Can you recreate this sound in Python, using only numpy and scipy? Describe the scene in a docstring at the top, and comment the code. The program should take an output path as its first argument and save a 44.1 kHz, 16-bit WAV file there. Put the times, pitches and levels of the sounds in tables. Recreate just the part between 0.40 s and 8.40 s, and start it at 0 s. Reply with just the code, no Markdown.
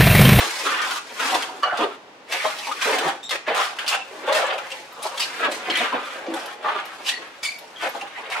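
"""A bare living room, where hands squeeze and twist a latex balloon figure a couple of metres away.
Rubber sticks and slips on rubber. Irregular slips creak and groan in the air bubbles, or scrape and
hiss on the skin; periodic slips make pitched squeaks; a stuck patch that lets go makes a snap.
The hard walls reflect it all, and a faint room tone lies below."""
import sys
import numpy as np
from scipy import signal
from scipy.fft import rfft, irfft, next_fast_len
from scipy.io import wavfile
from scipy.ndimage import map_coordinates

SR = 44100
rng = np.random.default_rng(int(sys.argv[2]) if len(sys.argv) > 2 else 0)


def waveform_to_disk(signal):
    """Save audio, clipped to [-1, 1], as 16-bit WAV at the path in sys.argv[1]."""
    frames = np.transpose(np.atleast_2d(signal))
    scaled = np.clip(frames, -1, 1) * 32767
    samples = np.round(scaled).astype(np.int16)
    wavfile.write(sys.argv[1], SR, samples)


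N = 352800
BAND_LIMIT_HZ = 15800

# Friction spectra of scraping rubber and of hissing skin: f/Hz, relative level/dB
SCRAPE_SPECTRUM = [(200, -42), (700, 2.5), (1100, -0.5), (2000, -1), (3500, 3.5), (5000, -10.5),
                   (16000, -77)]
HISS_SPECTRUM = [(250, -42), (1000, -7), (3000, -3), (4500, -3), (7000, -8), (10000, -12.5), (13000, -19.5),
                 (16000, -30)]


def amp(db):
    """Amplitude ratio of a level in decibels."""
    return 10 ** (np.asarray(db) / 20)


def unit(x):
    """Normalisation to an rms value of 1."""
    return x / np.sqrt(np.mean(x ** 2) + 1e-20)


def along(points, hz):
    """Interpolation of (f/Hz, value) points on a logarithmic frequency axis."""
    f, values = np.transpose(points)
    return np.interp(np.log(hz + 1), np.log(f + 1), values)


def wobble(count, rate):
    """Smooth random modulation: count samples of a spline with rate knots a second."""
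    knots = rng.standard_normal(int(count * rate / SR) + 4)
    return map_coordinates(knots, [np.arange(count) * rate / SR])


def filtered(x, response):
    """Linear filtering: the spectrum of x times a complex frequency response."""
    size = next_fast_len(x.shape[-1] + 8192)
    return irfft(rfft(x, size) * response(np.fft.rfftfreq(size, 1 / SR)), size)[..., :x.shape[-1]]


def diffuse_pair(spectra, hz):
    """Spatial coherence: at two points of a diffuse field, long waves are alike and short ones are not."""
    # Left-right likeness: f/Hz, coherence
    coherence = [(30, 0.5), (100, 0.99), (300, 0.92), (600, 0.77), (1200, 0.27), (2500, 0.018),
                 (12000, 0.018)]
    angle = np.arccos(np.clip(along(coherence, hz), -1, 1)) / 2
    mid, side = spectra[0] * np.cos(angle), spectra[1] * np.sin(angle)
    return np.array([mid + side, mid - side])


def room_tone():
    """Ambient noise: air and street form a faint, steady diffuse field."""
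    # Background spectrum: f/Hz, relative spectral density level/dB
    spectrum = [(20, -38), (40, -12), (100, -11), (200, -6.5), (300, -3.5), (800, -2), (2700, -8.5),
                (6000, -20), (15500, -42)]
    hz = np.fft.rfftfreq(N, 1 / SR)
    noise = diffuse_pair(rfft(rng.standard_normal((2, N))), hz)
    return amp(-47) * unit(irfft(noise * amp(along(spectrum, hz)), N))


def reflections(x, decay, tail_samples, patterns):
    """Reverberation: convolution with decaying diffuse tails, whose pattern changes as the hands move."""
    hop = N // patterns
    out = np.zeros((2, N + 3 * hop + tail_samples + 256))
    crossfade = np.hanning(2 * hop)
    x = np.pad(x, (hop, 2 * hop))
    hz, t, noise = signal.stft(rng.standard_normal((patterns + 1, 2, tail_samples)), SR, nperseg=256)
    fade = amp(-60 * t / along(decay, hz)[:, None])
    spectra = diffuse_pair(noise.swapaxes(0, 1), hz[:, None]) * fade
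    tails = signal.istft(spectra, SR, nperseg=256)[1].swapaxes(0, 1)
    tails = unit(tails) / np.sqrt(tails.shape[-1])  # unit energy on average
    for i, tail in enumerate(tails):
        segment = x[i * hop:(i + 2) * hop] * crossfade
        wet = signal.fftconvolve(segment[None], tail, axes=1)
        out[:, i * hop:][:, :wet.shape[1]] += wet
    return out[:, hop:][:, :N]


def slips(per_s, spread_db, flutter_db):
    """Irregular stick-slip: a Poisson train of uneven pulses that flutters as the grip changes."""
    occurs = rng.random(N) < per_s / SR
    size = np.clip(rng.standard_normal(N), -2, 2)
    pulses = occurs * np.sign(size) * amp(spread_db * np.abs(size))
    return pulses * amp(flutter_db * wobble(N, 45))


def bubble_resonance(pulses, spectrum):
    """Modal superposition: pulses, shaped by a spectrum, drive the bubbles and the broadband skin."""
    # Modes of the balloon figure: f/Hz, bandwidth/Hz, level/dB
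    modes = [(274, 23, -5), (335, 78, -2.5), (452.6, 17, -2.5), (536.5, 20, 3.5), (617, 39, -3),
             (748.5, 17, -0.5), (835, 42, -2), (1055, 250, 0), (1192, 117, 0.5), (2460, 890, 0.5)]

    def response(f):
        ringing = sum(amp(db) * 1j * f * width / (hz * hz - f * f + 1j * f * width)
                      for hz, width, db in modes)
        return amp(along(spectrum, f)) * (0.81 + ringing)
    return filtered(pulses, response)


def moving_resonance(x, times, centre_hz, lift_db, width_octaves):
    """Formant: one broad resonance moves as the balloon changes shape; the result has rms 1."""
    hz, t, spectra = signal.stft(x, SR, nperseg=1024, noverlap=768)
    detuning = np.log2((hz[:, None] + 1) / np.interp(t, times, centre_hz)) / width_octaves
    spectra = spectra * amp(lift_db * np.exp(-detuning ** 2 / 2))
    return unit(signal.istft(spectra, SR, nperseg=1024, noverlap=768)[1][:N])


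def strokes(rows):
    """Incoherent addition: strokes sum in power, giving two gains and a power-weighted resonance."""
    start, swell, hold, ease, db, second_db, hz = np.transpose(rows)[:, :, None]
    times = np.arange(0, N, 64) / SR
    # Swell and ease are times per 20 dB; any value below 3 ms, negative ones too, acts as 3 ms.
    early = np.maximum(start - times, 0) / np.maximum(swell, .003)
    late = np.maximum(times - start - np.abs(hold), 0) / np.maximum(ease, .003)
    power = amp(db - 20 * (early + late)) ** 2 + 1e-14
    first_gain, second_gain = (np.interp(np.arange(N) / SR, times, np.sqrt(layer.sum(0)))
                               for layer in (power, power * amp(second_db) ** 2))
    centre_hz = np.exp((power * np.log(hz)).sum(0) / power.sum(0))
    return first_gain, second_gain, times, centre_hz


def slides():
    """Sliding friction: quick, light slips of fingers and rubber scrape and hiss on the stretched skin."""
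    # Light strokes: t/s, swell/s, hold/s, ease/s, scrape level/dB, hiss re scrape/dB, skin resonance f/Hz
    light_strokes = [(0, .01, 0.0034, 0.12, -20, -3.5, 1510), (.08, 6, 0.17, 0.4, -33.5, 4, 1860),
                     (.25, -0.06, 0.098, -0.03, -21.5, -14, 1530),
                     (.33, -0.2, 0.13, -0.03, -24.5, -30, 1560), (.47, 0.1, 0.11, -0.05, -25.5, -4, 1390),
                     (.66, -6, 0.19, 0.57, -41.5, -2.5, 1990), (.8, 0.05, 0.14, 0.17, -23, -4.5, 1530),
                     (1.1, -2, 0.13, -0.5, -52, -6, 1330), (1.229, -0.07, 0.0045, -0.01, -15, -19, 1270),
                     (1.401, 0.12, 0.045, -0.0261, -22.5, -16, 1370),
                     (1.543, 3.5, 0.01, -0.43, -39.5, -10.5, 1370),
                     (1.924, 0.04, 0.0045, 0.34, -25, -5, 1800), (2.05, 0.07, 0.021, 0.15, -27.5, -3, 1520),
                     (2.2, 0.16, 0.35, -0.24, -40.5, 3.5, 2250),
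                     (2.312, -0.05, 0.0032, 0.03, -24.5, -9.5, 1300),
                     (2.42, 0.05, 0.12, 0.18, -22.5, -6.5, 1590),
                     (2.638, 0.05, 0.047, 0.06, -21.5, -11, 1550), (2.83, -1.6, 0.017, -2, -48, 7, 3600),
                     (2.918, 0, 0.042, -0.03, -23.5, -8, 1700),
                     (3.075, 0.02, 0.06, 0.26, -22.5, -22.5, 1710), (3.16, 0, 0.061, 0.12, -23, -4, 1400),
                     (3.387, -1.07, 0.0053, 0.16, -27, -10, 1600),
                     (3.478, -0.1, 0.019, 0.04, -27, 4.5, 3660),
                     (3.53, 0.07, 0.024, 0.01, -19.5, -10, 1540),
                     (3.72, 0.2, 0.078, 0.2, -40.5, -5.5, 1630), (3.88, 0.07, 0.13, 0.29, -23, -17, 1510),
                     (3.946, -0.21, 0.0056, 0.09, -19, -2.5, 1750),
                     (4.06, 0.22, 0.077, 0.01, -23.5, -31.5, 1430), (4.317, 0.4, 0.034, 0.3, -42, 0, 2120),
                     (4.625, 0.01, 0.047, -0.28, -39.5, 9, 1210),
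                     (4.655, 0.17, 0.015, 0.6, -32, -10.5, 1200),
                     (4.78, 0.36, 0.23, -0.25, -36.5, -3, 1880), (4.8, 0.0148, 0.013, 0.06, -31, 7, 4440),
                     (5, 0.07, 0.048, -0.06, -26.5, -17, 1580), (5.045, 0.07, 0.023, -0.08, -18, -23, 1500),
                     (5.12, 0.03, 0.032, 0.04, -36.5, 6.5, 2000), (5.295, 0.5, 0.019, 1.1, -37, -9, 2900),
                     (5.372, 0.17, 0.024, 0.12, -29, -2.5, 3560), (5.405, 0.23, .025, 0.17, -27, -15, 2600),
                     (5.43, 0.4, 0.02, 0.16, -23, -37, 1260), (5.526, 0.04, 0.0076, 0.3, -28.5, -18, 1310),
                     (5.63, 0, 0.12, 0.2, -33.5, -9.5, 1510), (5.9, -1, 0.24, 0, -35, -12, 1580),
                     (5.954, -0.64, 0.0023, 0.24, -37, 0, 1310),
                     (6.245, 0.06, 0.024, 0.5, -29, -19.5, 1560), (6.295, 0.08, 0.04, -0.1, -26, -20, 1420),
                     (6.35, -0.4, 0.046, 0.04, -29, -17, 1460), (6.45, -4.94, 0.04, 1.1, -44, -2, 1300),
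                     (6.687, 0.05, 0.0089, 0.03, -24, 2, 2960), (6.827, 0.1, .005, 0.26, -37.5, -21, 1680),
                     (7.031, .006, 0.022, 0.09, -40.5, 10.5, 2320), (7.187, 0.6, .005, 1, -55, 5, 2280),
                     (7.425, 0.04, 0.053, -0.05, -24, -11.5, 1650),
                     (7.547, 0.26, 0.026, 0.15, -36, -7.5, 1290),
                     (7.772, 0.07, 0.028, -1.6, -38, -11, 2200), (7.85, 0.67, .03, 4, -36.5, -14.5, 1680),
                     (7.912, -0.06, 0.035, -0.5, -27.5, -10, 2000), (7.96, 0, .04, .1, -31, -8.5, 1940)]
    scrape_gain, hiss_gain, times, skin_hz = strokes(light_strokes)
    scrape = bubble_resonance(slips(1200, spread_db=4.0, flutter_db=1.26), SCRAPE_SPECTRUM)
    scrape = moving_resonance(scrape, times, skin_hz, lift_db=14, width_octaves=.36)
    fine_slips = slips(5000, spread_db=11.0, flutter_db=1.0)
    hiss = filtered(fine_slips, lambda f: amp(along(HISS_SPECTRUM, f)))
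    return scrape_gain * scrape + hiss_gain * unit(hiss)


def twists():
    """Forced vibration: slow, heavy slips of rubber on rubber make the squeezed bubbles creak and groan."""
    # Heavy strokes: t/s, swell/s, hold/s, ease/s, creak level/dB, groan re creak/dB, resonance f/Hz
    heavy_strokes = [(0, .01, 0.08, 0, -31.5, -6, 765), (.25, 0.04, 0.067, 0.05, -34.5, 3.5, 710),
                     (.4, 1.5, 0.16, 0, -35, -14.5, 1010), (.75, 0.2, 0.098, 2, -44, -2, 640),
                     (.8, -0.14, 0.16, -0.3, -34.5, -7, 785), (.92, 0.01, 0.035, 0.05, -23.5, -11, 830),
                     (1.05, 0.7, 0.063, 0.17, -40.5, -12, 990), (1.233, 0, 0.026, 0.11, -31, -44, 664),
                     (1.325, 0.08, 0.12, 0, -31.5, -25.5, 700),
                     (1.401, -0.12, 0.06, -0.06, -22.5, -10, 500), (1.89, -0.27, 0.024, 0.5, -38, -22, 474),
                     (1.94, 0.05, 0.018, -0.3, -31, -21.5, 820), (2.05, -0.01, 0.0039, 0.05, -19, -22, 683),
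                     (2.312, 0.33, 0.0078, -0.5, -36, -17, 950), (2.455, 0.0047, 0.1, 0.1, -20.5, -13, 470),
                     (2.63, 0.03, 0.068, -0.15, -23, -15, 760), (2.66, 0.32, 0.0081, 0.13, -41, 6, 500),
                     (2.918, -0.04, 0.037, 0, -30.5, -12, 536), (3.076, -0.03, 0.044, 0, -20.5, -12, 560),
                     (3.14, -0.03, 0.072, 0.01, -23, -24, 714), (3.387, 0.35, 0.11, -0.14, -39.5, -11, 740),
                     (3.53, 0.08, 0.035, -0.4, -28.5, -28, 812), (3.72, 0.1, 0.24, 0.1, -37, -12, 460),
                     (3.872, -0.15, .15, 0.06, -20, -31, 590), (4.07, -0.1, 0.079, 0.17, -28.5, -31, 600),
                     (4.324, 0, 0.04, 0.16, -37.5, -14, 670), (4.59, 0.03, 0.012, -0.2, -37.5, -7, 605),
                     (4.652, -0.02, 0.016, -0.23, -21, -38, 850),
                     (4.74, 0.23, 0.009, 0.05, -32.5, -28.5, 625), (4.8, 1, 0.26, 0.5, -44, -16.5, 795),
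                     (5.03, 0.06, 0.029, 0.12, -26.5, -6, 603), (5.131, 0.5, 0.044, 0.9, -38, -3.5, 590),
                     (5.28, -0.06, 0.025, 0.02, -28, -1.5, 646), (5.41, 0.1, 0.035, 0.05, -28.5, -13, 593),
                     (5.528, -0.03, 0.016, 0.01, -21.5, -11.5, 845),
                     (5.575, 0, 0.0076, 0.05, -37.5, -1, 516), (5.6, -0.5, 0.1, 1.5, -39.5, -13, 663),
                     (5.88, 0.2, 0.082, 0.33, -31.5, -15.5, 623), (5.915, -0.5, 0.011, -0.1, -42, 8, 500),
                     (6.245, 0, 0.052, 0.12, -27.5, -13.5, 810), (6.285, 0.05, 0.012, -0.25, -47, 2.5, 900),
                     (6.355, -0.05, 0.014, 0.02, -30, -4, 690), (6.66, 0.4, 0.071, 0.1, -41, -18.5, 840),
                     (6.827, 0.5, .005, 0.14, -44.5, -4, 615), (6.97, 0.02, 0.016, 0, -47.5, -18, 590),
                     (7.02, 0, 0.022, 1, -48, -31, 617), (7.187, -0.5, 0.072, 1, -48.5, -14, 690),
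                     (7.425, -0.06, 0.06, -0.04, -27, -15, 720), (7.547, -0.23, 0.027, 0, -33, -7.5, 755),
                     (7.62, -0.1, 0.03, 0.04, -35, -6, 676), (7.77, -0.5, 0.039, -0.5, -36.5, -16, 915),
                     (7.87, 0.2, 0.029, -5, -37, -21, 627), (7.905, -0.17, 0.11, .1, -30.5, -32, 810)]
    # Excitation spectra of the creak and the deeper groan: f/Hz, relative level/dB
    creak_spectrum = [(100, -76), (280, -29.5), (420, -3.5), (1000, -0.5), (1500, -24), (3000, -43),
                      (16000, -80)]
    groan_spectrum = [(40, -60), (100, -28), (170, -12.5), (260, -1.5), (340, 0.5), (450, -0.5),
                      (2000, -60)]
    creak_gain, groan_gain, times, hollow_hz = strokes(heavy_strokes)
    heavy_slips = slips(700, spread_db=3.0, flutter_db=1.2)
    groan = bubble_resonance(heavy_slips, groan_spectrum)
    creak = bubble_resonance(heavy_slips, creak_spectrum)
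    creak = moving_resonance(creak, times, hollow_hz, lift_db=7, width_octaves=.32)
    return groan_gain * unit(groan) + creak_gain * creak


def snaps():
    """Damped transient: a stuck patch lets go with a crackle and shakes the skin around one pitch."""
    # Releases: t/s, level/dB, ring f/Hz, crackle re ring/dB
    releases = [(0.415, -26.5, 1730, 4.5), (.509, -25.5, 915, 4), (.92, -25, 805, -4),
                (.944, -23.5, 710, 7), (1.023, -23, 3040, 5.5), (1.372, -25.5, 3600, 4.5),
                (1.924, -22.5, 2500, 7.5), (2.186, -33, 1960, 9), (2.268, -24.5, 890, -0.5),
                (2.419, -23.5, 2230, 3.5), (2.584, -25.5, 3600, 10), (2.678, -17, 690, -5.5),
                (2.892, -20, 3730, 0.5), (2.908, -22, 1180, 6), (3.075, -27, 590, -8.5),
                (3.083, -21, 630, -18.5), (3.146, -28.5, 692, 6), (3.365, -41, 980, 6),
                (3.387, -21.5, 3020, -2), (3.411, -31, 1400, -5.5), (3.463, -22, 3180, -3),
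                (3.872, -22, 900, -14.5), (3.478, -19.5, 4500, 6.5), (3.925, -23, 1050, 7),
                (4.04, -38.5, 8000, -9), (4.065, -27.5, 7500, -8), (4.135, -24.5, 2540, -8.5),
                (4.18, -22.5, 2500, -4), (4.525, -42.5, 12800, 4), (4.303, -36.5, 2820, 7),
                (4.316, -23, 2940, -2.5), (4.627, -22, 9600, -14), (4.776, -22, 3420, -2.5),
                (4.797, -19, 4770, 3.5), (5.047, -22, 1640, -9), (5.115, -26, 8000, 4),
                (5.306, -15, 2770, -21), (5.353, -16, 3260, -27), (5.371, -22.5, 9500, 4),
                (5.455, -42.5, 10500, -9), (5.526, -15.5, 1020, -21), (5.871, -21, 535, -33.5),
                (5.939, -30, 9000, 7.5), (6.059, -33, 10500, 5.5), (6.226, -34, 1490, -7),
                (6.455, -35, 12300, 6), (6.584, -43.5, 533, 1), (6.662, -28, 2880, 1.5),
                (6.688, -21, 3700, 0.5), (7.031, -29, 4770, -6), (7.05, -24, 8550, -9),
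                (7.186, -33, 11700, -1), (7.188, -38, 3800, 0), (7.412, -38, 8300, 0),
                (7.49, -30, 12000, -1), (7.422, -32, 736, 0), (7.548, -22, 790, -13), (7.563, -39, 7000, 2),
                (7.612, -30, 2740, 1), (7.9, -28, 840, 0), (7.922, -24.5, 2120, -0.5)]
    out, t = np.zeros(N + SR), np.arange(SR // 8) / SR
    attack_s, crack_t60_s = 0.00077, 0.0043
    first_crack = 1 + amp(2.5 - 60 * t / crack_t60_s)
    for start, db, hz, crackle_db in releases:
        noise = rng.standard_normal((2, len(t)))
        crackle = filtered(
            noise[0], lambda f: amp(along(HISS_SPECTRUM, f)) + 0.6 * amp(along(SCRAPE_SPECTRUM, f)))
        ring = filtered(noise[1], lambda f: 1 / (1 + 4j * (f / hz - hz / (f + 1))) ** 2)
        t60_s = 0.068 / (hz / 1e3) ** 0.47  # higher snaps die sooner
        envelope = amp(-60 * t / t60_s) * (1 - np.exp(-t / attack_s))
        burst = amp(crackle_db) * first_crack * unit(crackle) + unit(ring)
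        out[round(start * SR):][:len(t)] += amp(db) * envelope * burst
    return out[:N]


def squeaks():
    """Relaxation oscillation: slips locked to a rate give a harmonic series, blurred by uneven timing."""
    # Runs of periodic slips: t/s, duration/s, first f/Hz, last f/Hz, level/dB, spectral peak f/Hz,
    # fall from the peak/(dB per octave), relative jitter
    runs = [ (1.021, .018, 1080, 1065, -25, 2600, 12, .03), (1.231, .022, 570, 680, -15, 950, 17, .06),
            (1.232, .02, 2960, 2920, -23, 2930, 26, .012), (1.254, .04, 2940, 2880, -30, 2930, 26, .015),
            (1.231, .016, 4400, 4400, -29, 4400, 24, .05), (1.253, .042, 720, 690, -20, 1050, 22, .09),
            (1.256, .016, 4450, 4450, -33, 4450, 24, .04), (1.295, .062, 1450, 1380, -24, 1400, 22, .13),
            (1.32, .038, 720, 800, -25, 750, 18, .13), (1.385, .065, 235, 235, -22, 470, 12, .08),
            (1.445, .055, 235, 230, -26, 450, 16, .07), (2.042, 0.043, 628, 640, -20.5, 630, 8, 0),
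            (2.245, .02, 2350, 2320, -35.5, 2340, 14, 0.04), (2.268, .06, 902, 948, -30, 920, 14, .09),
            (2.412, 0.042, 2410, 2375, -24, 2340, 10.5, 0.12),
            (2.646, 0.042, 163, 161, -29.5, 222, 3.5, 0.03), (2.829, .04, 1815, 1880, -31, 3700, 30, .02),
            (2.833, .05, 7500, 7250, -40, 7400, 24, .02), (2.865, .028, 1850, 1900, -36, 3800, 24, .025),
            (3.077, .045, 310, 300, -23, 600, 12, .09), (3.525, .024, 2720, 2760, -19, 2740, 24, .08),
            (3.541, .012, 770, 760, -22, 770, 14, .04), (3.55, .09, 2780, 2730, -31, 2750, 24, .04),
            (3.565, .055, 790, 770, -30, 780, 16, .05), (4.775, .015, 1108, 1090, -25, 3300, 9, .03),
            (4.8, .06, 4900, 4300, -27, 4600, 14, .09), (5.04, .043, 254, 250, -27, 450, 17, .11),
            (5.297, .016, 1020, 1060, -20, 3000, 18, .05), (5.3, .045, 4150, 4050, -31, 4100, 20, .04),
            (5.354, .008, 3200, 3200, -23, 3200, 14, .05), (5.37, .05, 3800, 3100, -24, 3600, 16, .06),
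            (5.397, .055, 240, 236, -26, 240, 2, .08), (5.533, .066, 264, 260, -25, 530, 6, .11),
            (5.86, 0.057, 555, 547, -34, 560, 5, 0.07), (5.881, 0.088, 330.5, 322, -28.5, 334, 19, 0),
            (6.245, .085, 600, 590, -23, 1100, 17, .08), (6.35, .06, 600, 590, -29, 1200, 17, .08),
            (6.661, .022, 2418, 2400, -31, 4800, 18, .03), (6.682, .008, 2650, 2800, -25, 2700, 20, .03),
            (6.687, .014, 960, 930, -20, 2600, 13, .03), (6.7, .018, 940, 930, -23, 3100, 13, .03),
            (6.718, .014, 1920, 1980, -25, 1950, 12, .03), (6.737, .009, 1950, 1930, -27, 1950, 16, .03),
            (6.735, .052, 4420, 4330, -35, 4400, 24, .025), (6.762, .022, 1930, 1980, -34, 1950, 20, .035),
            (7.03, .019, 2350, 2400, -24, 3000, 9, .035), (7.03, .009, 1200, 1190, -26, 4800, 14, .03),
            (7.049, .012, 2280, 2300, -17, 2500, 11, .035), (7.061, .02, 2180, 2260, -25, 2700, 10, .05),
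            (7.058, .008, 3545, 3500, -26, 3540, 18, .03), (7.084, .014, 2400, 2130, -24, 2500, 10, .02),
            (7.103, .011, 2260, 2320, -30, 2700, 9, .035), (7.117, .014, 2400, 2250, -30, 2700, 9, .04),
            (7.135, .013, 2320, 2280, -35, 2800, 9, .04), (7.153, .02, 2230, 2280, -37, 2500, 10, .03),
            (7.36, .05, 3265, 3215, -38, 3240, 24, .03), (7.616, .05, 800, 770, -29, 790, 18, .05),
            (7.61, .022, 2816, 2780, -33, 2870, 24, .06), (7.95, 0.038, 1440, 1390, -28, 1450, 20, 0.11)]
    thin_below_hz, dull_above_hz = 80, 10000
    out, harmonic = np.zeros(N + SR), np.arange(1, 13)[:, None]
    for start, length, first_hz, last_hz, db, peak_hz, fall_db, jitter in runs:
        n = round(length * SR)
        progress = np.arange(n) / n
        glide_hz = first_hz + (last_hz - first_hz) * progress
        slip_hz = glide_hz * (1 + jitter * (wobble(n, 1200) + .35 * wobble(n, 180)))
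        partial_hz = harmonic * first_hz
        partial_db = -fall_db * np.abs(np.log2(partial_hz / peak_hz)) + rng.normal(0, 1.5, harmonic.shape)
        rolloff = (partial_hz < BAND_LIMIT_HZ) / (1 + (partial_hz / dull_above_hz) ** 4)
        phase = 2 * np.pi * np.cumsum(slip_hz) / SR
        tone = (amp(partial_db) * rolloff * np.sin(harmonic * phase)).sum(0)
        throb = amp(2 * wobble(n, 120) + 3 * wobble(n, 400))
        bite = np.minimum(1, progress * length / .002)
        release = np.minimum(1, (1 - progress) / .2) * amp(-5 * progress)
        out[round(start * SR):][:n] += amp(db) * bite * release * throb * unit(tone)
    # The squeaks are thin, with little below 80 Hz.
    return filtered(out[:N], lambda f: 1 / (1 - 1j * thin_below_hz / (f + 1)) ** 2)


def scene():
    """Superposition of direct sound, early reflections, wall reverberation and room tone."""
    # Decay at the cabinet and wall close behind, and in the whole room: f/Hz, T60/s
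    near_decay = [(100, 0.043), (14000, 0.05)]
    room_decay = [(100, 0.27), (500, 0.35), (1200, 0.32), (3000, 0.34), (6000, 0.39), (10000, 0.27),
                  (15000, 0.095)]
    near_delay_s = .003  # extra path to the near surfaces and back
    snapping = snaps()
    rubbing = twists() + slides()
    squeaking = squeaks()
    # Directivity: snaps and squeaks beam toward the listener, and squeaks are weaker toward the walls.
    direct = rubbing + amp(2.5) * snapping + amp(3) * squeaking
    to_walls = rubbing + snapping + amp(-3) * squeaking
    delayed = np.pad(to_walls, (round(near_delay_s * SR), 0))[:N]
    early = reflections(delayed, near_decay, tail_samples=3072, patterns=300)
    late = reflections(to_walls, room_decay, tail_samples=20480, patterns=40)
    return direct * amp([[-7], [-7.5]]) + amp(-2.5) * early + amp(-7.0) * late + room_tone()


def record(dry):
    """Band limiting: the microphone rolls off below 90 Hz and passes nothing above its upper limit."""
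    return filtered(dry, lambda hz: (hz < BAND_LIMIT_HZ) / (1 - 1j * 90 / (hz + 1)) ** 2)


dry = scene()
out = record(dry)
waveform_to_disk(out)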